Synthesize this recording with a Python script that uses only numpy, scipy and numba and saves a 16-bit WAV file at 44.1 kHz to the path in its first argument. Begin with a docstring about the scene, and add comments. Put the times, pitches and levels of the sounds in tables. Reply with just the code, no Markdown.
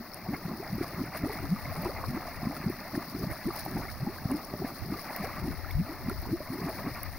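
"""Pipe gushing into a pond

Water and trapped air leave a half-sunk pipe a couple of metres from a hand-held microphone.
Air pockets gulp at the mouth, resonating at a pitch that rises as they close. The jet churns up
clouds of ringing bubbles, heaved-up water slops back, spray patters on the surface and foam fizzes.
The bank returns a faint echo, and a light breeze buffets mainly the left microphone port."""
import sys
import numpy as np
from scipy import signal
from scipy.fft import rfft, irfft, next_fast_len
from scipy.io import wavfile
from scipy.ndimage import uniform_filter1d
from numba import njit

SR = 44100
rng = np.random.default_rng(int(sys.argv[2]) if len(sys.argv) > 2 else 0)


def bounce(signal):
    """Save signal as a 16-bit WAV file at the path given by the first command-line argument."""
    frames = np.transpose(np.atleast_2d(signal))
    limited = np.clip(frames, -1, 1)
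    pcm = np.round(limited * 32767).astype(np.int16)
    wavfile.write(sys.argv[1], SR, pcm)


N = 316638
TIME = np.arange(N) / SR

# Levels are relative within each table; build and decay are time constants of amplitude.
# air pockets breaking from the mouth: t/s, f/Hz, level/dB, build/s, decay/s, rise/(octave/s)
AIR_POCKETS = [(0.01, 226, -32.5, 0.012, 0.01, 2.7), (0.288, 204, -19.5, 0.0016, 0.01, 16),
               (0.306, 250, -25.5, .006, 0.029, 11), (0.336, 308, -20.5, 0.0017, 0.0036, 8.8),
               (0.517, 186, -20, 0.0032, 0.0033, 13), (0.536, 228, -31, 0.0026, 0.0044, 8.8),
               (0.603, 370, -29, 0.0062, 0.0078, 9.6), (0.703, 116, -27.5, 0.002, 0.01, 4.4),
               (0.732, 192, -24, 0.0066, 0.011, 7.9), (0.756, 200, -21.5, 0.0024, 0.0039, 8),
               (0.784, 284, -25, 0.0029, 0.0069, 11), (0.811, 318, -18, 0.001, 0.0074, 7.1),
               (0.99, 221, -27, 0.0023, 0.002, 10), (1.018, 275, -20, 0.015, 0.0055, 14),
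               (1.04, 327, -19, .002, 0.0018, 10), (1.24, 287, -13.5, 0.0025, 0.0041, 6),
               (1.259, 300, -23, 0.0068, .011, 24), (1.306, 440, -31, 0.02, 0.016, 2.2),
               (1.429, 290, -25, 0.0012, 0.013, 2.4), (1.488, 109, -24, 0.0033, 0.0074, 8),
               (1.527, 182.7, -19, 0.019, 0.016, 9.9), (1.68, 135, -28, 0.0063, 0.0083, 5),
               (1.787, 160, -24.5, 0.012, 0.02, 6.8), (1.84, 193, -30, .008, 0.016, 5.9),
               (1.86, 314, -19, 0.00068, 0.014, 7.8), (1.899, 506, -31.5, 0.048, 0.015, 22),
               (2.087, 120, -23.5, 0.0049, .008, 20), (2.102, 198, -24, .003, 0.01, 18),
               (2.151, 229, -23.5, 0.0056, .004, 12), (2.173, 313, -25.5, 0.0064, 0.0073, 9.5),
               (2.433, 205, -22, 0.0034, 0.0033, 11), (2.459, 199, -25, 0.002, 0.0036, 8),
               (2.472, 220, -18, 0.0025, 0.0081, 7.6), (2.49, 259, -27, 0.0035, 0.022, 7.1),
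               (2.664, 170, -20, 0.0027, 0.011, 9.6), (2.677, 212, -20.5, 0.0021, 0.0072, 11),
               (2.702, 360, -22, 0.0036, 0.0033, 7), (2.948, 310, -26.5, 0.0083, 0.02, 4),
               (2.977, 291, -21.5, 0.0026, 0.0084, 9), (3.151, 271, -20, 0.0031, 0.0048, 17),
               (3.24, 233, -24, 0.003, 0.0014, 8), (3.314, 130, -30, 0.0033, 0.0065, 8),
               (3.462, 216, -20.5, 0.0042, .007, 16), (3.475, 316, -20, 0.0073, 0.0078, 7.7),
               (3.489, 338, -20, 0.0055, 0.0078, 9.8), (3.76, 232, -23.5, 0.012, 0.016, 9),
               (4.031, 151, -24.5, 0.02, 0.01, 17), (4.073, 220, -18.5, 0.0017, 0.0041, 17),
               (4.094, 342, -31, 0.022, 0.016, 13), (4.236, 140, -32, .001, .003, 5),
               (4.258, 134, -18, .002, .004, 3), (4.319, 261, -18.5, 0.01, 0.012, 5.2),
               (4.347, 292, -21, 0.0089, 0.016, 4.1), (4.538, 196, -20.5, 0.00057, 0.0033, 5),
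               (4.555, 188, -26, .001, 0.0033, 5), (4.621, 355, -26, 0.0048, 0.0063, 15),
               (4.645, 268, -27, 0.003, 0.0055, 47), (4.904, 159, -27, 0.0062, 0.0059, 15),
               (4.923, 290, -23.5, 0.0028, 0.022, 9.1), (5.204, 199, -31.5, 0.013, 0.015, 4.9),
               (5.247, 410.4, -33.5, 0.033, 0.033, 28.4), (5.433, 133, -28, 0.0033, 0.026, 16),
               (5.459, 268, -26.5, 0.0075, 0.016, 15.3), (5.768, 57, -22, 0.018, 0.0052, 5),
               (5.8, 169, -16, 0.014, 0.016, 9.3), (5.899, 299, -31, 0.015, 0.027, 9.2),
               (6.064, 147, -26.5, 0.0081, 0.0083, 16), (6.088, 223, -20, 0.0053, 0.004, 18),
               (6.115, 346, -28, 0.0058, 0.0099, 24), (6.234, 140, -31, .002, 0.0033, 5),
               (6.294, 366, -27.5, .003, .009, 3.6), (6.323, 210, -19.5, 0.0068, 0.0074, 15),
               (6.337, 328, -19, 0.01, 0.012, 4.8), (6.507, 210, -25.5, 0.0036, 0.01, 36),
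               (6.532, 280, -28.5, 0.015, 0.035, 9), (6.616, 216, -34, 0.0086, 0.0085, 30),
               (6.671, 288, -28.5, 0.017, 0.022, 17), (6.86, 164, -25, 0.007, 0.017, 12),
               (6.874, 267, -23, 0.0015, 0.0073, 8.2)]
# single bubbles that stand out of the splash: t/s, f/Hz, level/dB, decay/s, rise/(octave/s)
SINGLE_BUBBLES = [(0.263, 740, -32.5, 0.0093, -1), (0.339, 785, -26.5, 0.0036, 4),
                  (0.343, 2130, -30, 0.0075, 3), (0.628, 685, -28.5, 0.0041, 1),
                  (0.843, 1080, -34, 0.0073, 8), (1.158, 1370, -27, 0.0015, 8), (1.243, 540, -29, 0.01, 49),
                  (1.296, 843, -29.5, 0.0074, 10.5), (1.44, 630, -37, 0.013, 37),
                  (1.562, 1180, -31.5, 0.0067, 8), (1.655, 2100, -30, .0038, 4),
                  (1.722, 640, -29.5, .005, 15), (1.858, 890, -21.5, 0.0013, 8),
                  (2.04, 1050, -23, 0.0031, 12), (2.256, 680, -30, 0.0067, 5),
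                  (2.282, 690, -31, 0.014, 0.5), (2.419, 690, -27, .004, 46),
                  (2.474, 1080, -32.5, 0.0065, -12), (2.511, 730, -29, .003, 29),
                  (2.528, 740, -30, .005, -8), (2.953, 1790, -25, .001, 4), (3.243, 630, -28, 0.005, -2),
                  (3.32, 574, -32.5, 0.014, 15.5), (3.508, 1170, -27, 0.0032, -4),
                  (3.663, 785, -24, 0.002, 8), (3.768, 754, -30.5, 0.007, 12),
                  (3.884, 2100, -32.5, 0.0067, 7), (4.067, 804, -31, 0.012, 3.5),
                  (4.185, 1590, -32.5, .0038, 5), (4.311, 1000, -24, 0.0015, 6),
                  (4.538, 600, -28, 0.0091, 1), (4.622, 705, -29, 0.0061, 2), (4.648, 630, -25, 0.0026, 13),
                  (4.94, 1185, -31, 0.0087, 1), (5.647, 1320, -28, 0.0024, 9),
                  (5.708, 2180, -30.5, 0.0026, 5), (5.712, 3470, -40, 0.0014, 12),
                  (6.098, 1340, -26, 0.0044, 7), (6.255, 870, -34.5, 0.01, 36), (6.405, 590, -28, 0.012, 5),
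                  (6.692, 632, -26.5, 0.012, 11.5)]
# slow drift of the jet: t/s, splash level/dB, share of small bubbles/dB, spray level/dB
JET_DRIFT = [(0.0, -50, -4.5, -61.5), (0.45, -49, -5.5, -56), (0.88, -46.5, -3.5, -55),
             (1.3, -47, -2.5, -54), (1.5, -47.5, -3.5, -54), (1.8, -44, -6, -51),
             (2.25, -45.5, -5.5, -56.5), (2.7, -46.5, -4, -54.5), (3.35, -47.5, -5, -53),
             (3.72, -45, -5.5, -50.5), (4.1, -48.5, -5, -56), (4.4, -45, -7.5, -55), (4.58, -50, -7.5, -56),
             (5.12, -43, -3, -50), (5.68, -50.5, -2.5, -56.5), (6.35, -49, -5.5, -56),
             (6.75, -43.5, -3.5, -50.5), (7.18, -49.5, -2.5, -56.5)]
# heaved-up water falling back: t/s, level/dB, decay/s, share of small bubbles/dB
WATER_SLOPS = [(0.346, -42.5, 0.027, -5), (0.46, -47, 0.02, -6), (0.645, -46, 0.052, -3),
               (0.84, -39, 0.018, -15), (1.0, -43, 0.018, -19), (1.154, -47, 0.022, -0.5),
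               (1.25, -47, 0.039, -16), (1.33, -41, 0.081, -2.5), (1.66, -47, 0.16, -15),
               (1.875, -38.5, 0.012, -8), (2.16, -44.5, 0.12, -5), (2.27, -45.5, 0.081, -7),
               (2.526, -45.5, 0.048, -8), (2.956, -41, 0.016, -14), (3.025, -41, 0.032, -8),
               (3.325, -56, 0.011, 7.5), (3.42, -55, .02, 9), (3.55, -51.5, 0.16, -1),
               (3.68, -58, .025, -7), (3.801, -40, 0.042, -25), (4.165, -44.5, 0.0085, -7),
               (4.32, -44, 0.008, -4), (4.68, -41.5, 0.039, -5.5), (5.245, -39, 0.022, -11),
               (5.46, -44, 0.036, -19), (5.85, -47, 0.23, -7), (6.115, -44, 0.066, -9),
               (6.69, -40, 0.038, -14)]
# surges of the churning as pockets work their way out: t/s, level/dB
CHURN_SURGES = [(0.28, -45.5), (0.47, -46), (0.54, -47), (0.78, -44), (1.01, -41), (1.24, -45.5),
                (1.44, -44), (1.84, -48), (2.15, -43), (2.45, -45), (2.59, -47.5), (2.67, -40.5),
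                (2.97, -47), (3.24, -37.5), (3.47, -55), (3.77, -39), (4.05, -48), (4.31, -44),
                (4.63, -40.5), (4.91, -41.5), (5.47, -39.5), (6.08, -47.5), (6.31, -45), (6.64, -39.5),
                (6.87, -44.5)]
# large drops striking the pond: t/s, level/dB, band centre f/Hz
DROP_IMPACTS = [(0.143, -28.5, 9860), (0.596, -37, 14400), (0.753, -30, 15000), (1.174, -24, 14000),
                (1.273, -32, 13400), (1.821, -23, 14500), (2.545, -34, 13500), (2.698, -27, 14200),
                (3.233, -30, 12000), (3.312, -29, 10940), (3.327, -32, 11000), (3.536, -26, 14900),
                (3.561, -25, 14600), (3.574, -31, 14800), (3.593, -26, 9710), (3.651, -20, 13900),
                (3.711, -31, 14000), (4.314, -26, 9600), (4.449, -30, 9900), (4.68, -28, 14500),
                (5.162, -18, 15000), (5.71, -27.5, 14000), (6.096, -28.5, 9800), (6.217, -27, 13200),
                (6.694, -24, 14500), (7.031, -20.5, 12600)]
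# showers of droplets: t/s, level/dB, decay/s
DROPLET_SHOWERS = [(0.14, -54, 0.018), (1.175, -46, 0.022), (3.32, -51, .031), (3.59, -45.5, 0.01)]
# pinhead bubbles left by drops: t/s, f/Hz, level/dB
PINHEAD_BUBBLES = [(0.118, 4510, -34), (0.136, 5360, -28), (0.678, 4970, -30), (0.748, 4720, -36),
                   (1.972, 4600, -35), (2.683, 4920, -33), (3.204, 4870, -34), (3.245, 4620, -34),
                   (4.36, 5000, -31), (4.446, 5500, -28.5), (4.995, 5300, -30), (6.096, 4300, -33),
                   (7.024, 5640, -32)]
# gusts on the microphone: t/s, build and decay/s, left level/dB, right level/dB
PORT_GUSTS = [(1.45, 0.096, -38.5, -57), (1.71, 0.087, -34.5, -43.5), (2.028, 0.14, -37, -45),
              (2.38, 0.031, -38.5, -64), (3.31, 0.01, -59, -25.5), (3.468, 0.011, -64, -29),
              (3.91, 0.25, -66, -38.5), (4.826, 0.017, -56, -30.5), (5.567, 0.17, -32, -56),
              (5.776, 0.034, -24, -35), (6.185, 0.11, -34, -35), (7.134, 0.33, -37.5, -51)]
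# balance as the hand turns a little: t/s, left minus right level/dB
MICROPHONE_AIM = [(0.0, 1.5), (0.52, 0), (7.18, 0.5)]
# spectrum of the bubble cloud, rippled by its reflection off the pond: f/Hz, level/dB
SPLASH_SPECTRUM = [(300, 12.5), (480, -10), (640, -2), (900, -8), (1150, -5), (1550, -11.5), (1780, -7),
                   (2100, -7), (2400, -14), (2800, -21.5), (3200, -42), (4500, -73), (7000, -90)]
# spectrum of water shoved aside by a gulp: f/Hz, level/dB
THUMP_SPECTRUM = [(20, -23), (45, -17), (85, 4), (130, 11.5), (200, 2.5), (500, -30)]
# spectrum of the churning under the jet: f/Hz, level/dB
CHURN_SPECTRUM = [(25, -12), (50, 8), (90, 2), (170, 4), (300, 0), (390, 0.5), (480, -18), (700, -85)]
# spectrum of the spray at the two ports: f/Hz, left level/dB, right level/dB
SPRAY_SPECTRUM = [(3100, -17, -27), (3700, -12, -22), (4300, -1, -16.5), (5400, -2, -18), (6100, -13, -22),
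                  (7000, -18, -24), (7700, -36, -37), (8600, -16, -19), (9900, -8, -10.5),
                  (10600, -13, -12), (11500, -11, -9), (12600, -14, -14), (13800, -5, -6), (15600, -7, -5)]
# spectrum of eddies on a port: f/Hz, level/dB
BREEZE_SPECTRUM = [(15, -22), (30, -9), (52, -7.5), (90, 0.5), (160, -20.5), (400, -38), (1500, -75)]


def gulps(boom_db=-2.9, shred_db=-11.5, slap_db=-21, thump_db=-3, wobble_s=.0004, shred_octaves=.7):
    """Bubble resonance: each air pocket booms, sheds shreds of air and displaces the water around it."""
    t, hz, db, build, decay, rise = np.transpose(AIR_POCKETS).copy()
    phase, shred_phase, spread, late = rng.random((len(t), 4)).T.copy()
    boom = bubbles(t, hz, undb(db + boom_db), build, decay, rise, phase)
    # a pocket wobbles in pitch and level as it rings
    boom = np.interp(TIME + wobble_s * flutter(120), TIME, boom) * undb(1.6 * flutter(130))
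    shred_t = t + (late - .5) * decay
    shred_hz = hz * 2 ** (shred_octaves * (2 * spread - 1))
    shreds = bubbles(shred_t, shred_hz, undb(db + shred_db), build / 2, decay / 2, rise, shred_phase)
    slap = colour(boom * noise(SPLASH_SPECTRUM), [(2500, -6.5), (7000, -30)])
    # the shove follows the size of the boom, so sudden gulps thump hardest
    thump = colour(np.abs(boom), THUMP_SPECTRUM)
    return boom + colour(shreds, CHURN_SPECTRUM) + undb(slap_db) * slap + undb(thump_db) * thump


def churn(steady_db=-55, stir_db=6, rumble_db=-7):
    """Turbulent excitation: large bubbles burble under the jet, stirred harder around the gulps."""
    t, db = np.transpose(CHURN_SURGES)
    power = undb(steady_db) ** 2 + swell_power(t, db + stir_db, build_s=.07, decay_s=.048)
    burble = cloud(1000, low_hz=87.6, high_hz=447, cycles=1.4, build_share=.3, rise=14.5, scatter_db=2.4)
    water = unit(colour(burble, CHURN_SPECTRUM)) + undb(rumble_db) * noise(CHURN_SPECTRUM)
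    return np.sqrt(power) * unit(water)


def plops(gain_db=-2.5, build_s=.00058, smack_db=-10):
    """Damped resonance: bubbles bursting near the surface ring, with a wet smack in the same envelope."""
    t, hz, db, decay, rise = np.transpose(SINGLE_BUBBLES).copy()
    rings = bubbles(t, hz, undb(db + gain_db), np.full(len(t), build_s), decay, rise, rng.random(len(t)))
    smack = np.abs(signal.hilbert(rings)) * noise(SPLASH_SPECTRUM)
    return rings + undb(smack_db) * smack


def splash(splash_db, small_db, slop_power, small_slop_power, rush_db=-4.5, fine_db=.5, flutter_db=1.48):
    """Incoherent addition: jet and slops sum in power to drive bubble clouds over a faint rush."""
    coarse = cloud(7500, low_hz=440, high_hz=1450, cycles=5.2, build_share=.2, rise=10, scatter_db=2.1)
    fine = cloud(10000, low_hz=1450, high_hz=2940, cycles=5.8, build_share=.12, rise=10, scatter_db=2.7)
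    coarse, fine = (unit(colour(x, SPLASH_SPECTRUM)) for x in (coarse, fine))
    rush = undb(rush_db) * noise(SPLASH_SPECTRUM)
    coarse_gain = np.sqrt(undb(splash_db) ** 2 + slop_power)
    fine_gain = undb(fine_db) * np.sqrt(undb(splash_db + small_db) ** 2 + small_slop_power)
    water = coarse_gain * (coarse + rush) + fine_gain * fine
    return undb(flutter_db * flutter(45)) * water


def slops(build_s=.029):
    """Transient excitation: water falling back gives a surge of power to coarse and to fine bubbles."""
    t, db, decay, small_db = np.transpose(WATER_SLOPS)
    return swell_power(t, db, build_s, decay), swell_power(t, db + small_db, build_s, decay)


def drops(decay_s=.0016, width_octaves=.3, body=.09, pan_db=2.5):
    """Impact radiation: each large drop gives a short bright crack over a weak broadband body."""
    out, size = np.zeros((2, N)), 1024
    envelope = np.exp(-np.arange(size) / SR / decay_s)
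    bin_hz = np.maximum(np.fft.rfftfreq(size, 1 / SR), 1)
    port_hz, left_db, _ = np.transpose(SPRAY_SPECTRUM)
    port_gain = undb(np.interp(bin_hz, port_hz, left_db))
    side_db = np.array([[pan_db], [-pan_db]]) / 2
    for t, db, hz in DROP_IMPACTS:
        band = body + np.exp(-.5 * (np.log2(bin_hz / hz) / width_octaves) ** 2)
        burst = np.roll(rng.standard_normal((2, size)) * envelope, 32, axis=1)
        crack = irfft(rfft(burst) * band * port_gain)
        start = int(t * SR)
        out[:, start:start + size] += crack / np.abs(crack).max() * undb(db + side_db)
    return out


def spray_level(steady_db, slop_power, slop_share_db=-10):
    """Addition of powers: the spray of jet, slops and showers combines into one level in dB."""
    t, db, decay = np.transpose(DROPLET_SHOWERS)
    shower_power = swell_power(t, db, build_s=.031, decay_s=decay)
    return 10 * np.log10(undb(steady_db) ** 2 + undb(slop_share_db) ** 2 * slop_power + shower_power)


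def patter(spray_db, count=9000, scatter_db=3.2, shared=.91, flutter_db=2.5, gain_db=1.5):
    """Shot noise: tiny droplets land at random; some just click, others tick at a pitch of their own."""
    clicks = np.zeros((3, N))  # left, right, common to both
    for row in clicks:
        size = undb(scatter_db * np.minimum(rng.exponential(size=count), 6))
        sign = rng.choice([-1, 1], count)
        np.add.at(row, rng.integers(0, N, count), size * sign)
    ticks = np.array([
        cloud(2500, low_hz=8500, high_hz=16000, cycles=6, build_share=.1, rise=10, scatter_db=4)
        for _ in clicks])
    landings = unit(clicks) + unit(ticks) / 2
    droplets = at_ports(landings[:2] + shared * landings[2])
    droplets = colour(droplets, [(3000, 4.5), (6000, 4), (9000, 6), (15000, .5)])
    return undb(spray_db + gain_db + flutter_db * flutter(90)) * unit(droplets)


def tinks(decay_s=.0011, octaves_per_s=12.0):
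    """Resonance varies inversely with radius: pinhead bubbles left by drops ring high and briefly."""
    t, hz, db = np.transpose(PINHEAD_BUBBLES).copy()
    decay, rise = np.full(len(t), decay_s), np.full(len(t), octaves_per_s)
    rings = bubbles(t, hz, undb(db), decay / 2, decay, rise, rng.random(len(t)))
    return at_ports([rings, rings])


def foam(spray_db, fizz_db=-47, tinkle_db=-62, follow=.3, shared=.71, flutter_db=1):
    """Many tiny sources merge into noise: foam fizzes and tinkles, surging a little with the spray."""
    hiss = rng.standard_normal((3, N))
    common = shared * colour(hiss[2], [(9000, -4), (13000, -42)])
    fizz = colour(at_ports(hiss[:2] + common), [(3000, 1), (6500, 0), (9000, -10), (15000, 3.5)])
    tinkle = cloud(900, low_hz=3690, high_hz=6900, cycles=11, build_share=.044, rise=5, scatter_db=2.8)
    froth = undb(fizz_db) * unit(fizz) + undb(tinkle_db) * unit(at_ports([tinkle, tinkle]))
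    surge_db = follow * (spray_db - np.mean(spray_db)) + flutter_db * flutter(40)
    return undb(surge_db) * froth


def bank_echo(x, echo_db=-16.5, decay_s=.012):
    """Diffuse scattering: the grassy bank returns a faint, dull echo, different at each port."""
    t = TIME[:8192]
    response = rng.standard_normal((2, len(t))) * np.exp(-t / decay_s)
    response /= np.sqrt(np.sum(response ** 2, axis=1, keepdims=True))
    dull = colour(x, [(1350, -1.5), (1700, -42)])
    return undb(echo_db) * signal.fftconvolve(dull[None], response, axes=1)[:, :N]


def breeze(calm_db=-62):
    """Turbulent pressure: eddies thump on each port independently, mostly the left."""
    t, length, *ports_db = np.transpose(PORT_GUSTS)
    gust_power = np.array([swell_power(t, db, length, length) for db in ports_db])
    return noise(BREEZE_SPECTRUM, (2, N)) * np.sqrt(undb(calm_db) ** 2 + gust_power)


@njit
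def bubbles(times, hz, size, build, decay, rise, phase):
    """Damped oscillators: each bubble swells, then rings out, gliding by `rise` octaves a second."""
    out = np.zeros(N)
    for k in range(len(times)):
        first = max(0, int((times[k] - 5 * build[k]) * SR))
        last = min(N, int((times[k] + 5 * decay[k]) * SR))
        climb = rise[k] * np.log(2)
        for i in range(first, last):
            t = i / SR - times[k]
            cycles = hz[k] * (np.exp(climb * t) - 1) / climb
            envelope = np.exp(min(t / build[k], -t / decay[k]))
            out[i] += size[k] * envelope * np.sin(2 * np.pi * (cycles + phase[k]))
    return out


def cloud(count, low_hz, high_hz, cycles, build_share, rise, scatter_db):
    """Random superposition: bubbles that each ring for a few cycles give equal power per Hz."""
    when, pitch, loudness, ring, climb, phase = rng.random((count, 6)).T.copy()
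    hz = low_hz * (high_hz / low_hz) ** pitch
    size = hz * undb(-scatter_db * np.log(1 - .985 * loudness))
    decay = cycles * (.5 + ring) / hz
    return bubbles(when * N / SR, hz, size, build_share * decay, decay, rise * (.5 + climb), phase)


def swell_power(times, db, build_s, decay_s):
    """Exponential growth and decay: the summed power of swells that each peak at their own time."""
    t = TIME[::32]
    power = sum((undb(peak) * np.exp(np.minimum((t - at) / build, (at - t) / decay))) ** 2
                for at, peak, build, decay in zip(*np.broadcast_arrays(times, db, build_s, decay_s)))
    return np.interp(TIME, t, power)


def at_ports(x):
    """Frequency response: each port colours the treble in its own way."""
    hz, *ports_db = np.transpose([(2020, -24.5, -51)] + list(SPRAY_SPECTRUM))
    return np.array([colour(side, list(zip(hz, db))) for side, db in zip(x, ports_db)])


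def delay_left(x, lag_s=.000018):
    """Path difference: the spray falls nearer the right port and reaches the left one later."""
    phase_shift = np.exp(-2j * np.pi * np.fft.rfftfreq(N, 1 / SR) * lag_s)
    return np.array([irfft(rfft(x[0]) * phase_shift, N), x[1]])


def colour(x, spectrum):
    """Linear filtering by a spectrum of (f/Hz, level/dB) points, joined in log frequency."""
    hz, db = np.transpose(spectrum)
    size = next_fast_len(N + 4096)
    bin_hz = np.maximum(np.fft.rfftfreq(size, 1 / SR), 1)
    gain = undb(np.interp(np.log(bin_hz), np.log(hz), db))
    return irfft(rfft(x, size) * gain, size)[..., :N]


def noise(spectrum, shape=N):
    """Spectral shaping of Gaussian noise, at rms 1."""
    return unit(colour(rng.standard_normal(shape), spectrum))


def flutter(rate_hz):
    """Random modulation: values held for 1 / rate_hz seconds and smoothed twice, at rms 1."""
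    hold = int(SR / rate_hz)
    steps = rng.standard_normal(4096)[(TIME * rate_hz).astype(int) % 4096]
    return unit(uniform_filter1d(uniform_filter1d(steps, hold), hold))


def curves(table):
    """Linear interpolation of each column against the first, t/s."""
    t, *columns = np.transpose(table)
    return [np.interp(TIME, t, column) for column in columns]


def undb(db):
    """Amplitude ratio of a level in decibels."""
    return 10 ** (np.asarray(db) / 20)


def unit(x):
    """Normalisation to rms 1."""
    return x / np.sqrt(np.mean(x ** 2))


def scene():
    """Superposition: the pipe mouth straight ahead, its echo, the spray around it and the breeze."""
    splash_db, small_db, steady_spray_db = curves(JET_DRIFT)
    pan_db, = curves(MICROPHONE_AIM)
    slop_power, small_slop_power = slops()
    spray_db = spray_level(steady_spray_db, slop_power)
    mouth = gulps() + churn() + plops() + splash(splash_db, small_db, slop_power, small_slop_power)
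    direct = mouth * undb(np.array([pan_db, -pan_db]) / 2)
    echo = bank_echo(mouth)
    spray = delay_left(patter(spray_db) + foam(spray_db))
    return direct + echo + spray + drops() + tinks() + breeze()


def record(dry):
    """Band limiting: a steep low-pass filter removes the treble above 15.7 kHz."""
    return signal.sosfilt(signal.ellip(10, .2, 80, 15700, fs=SR, output="sos"), dry)


dry = scene()
out = record(dry)
bounce(out)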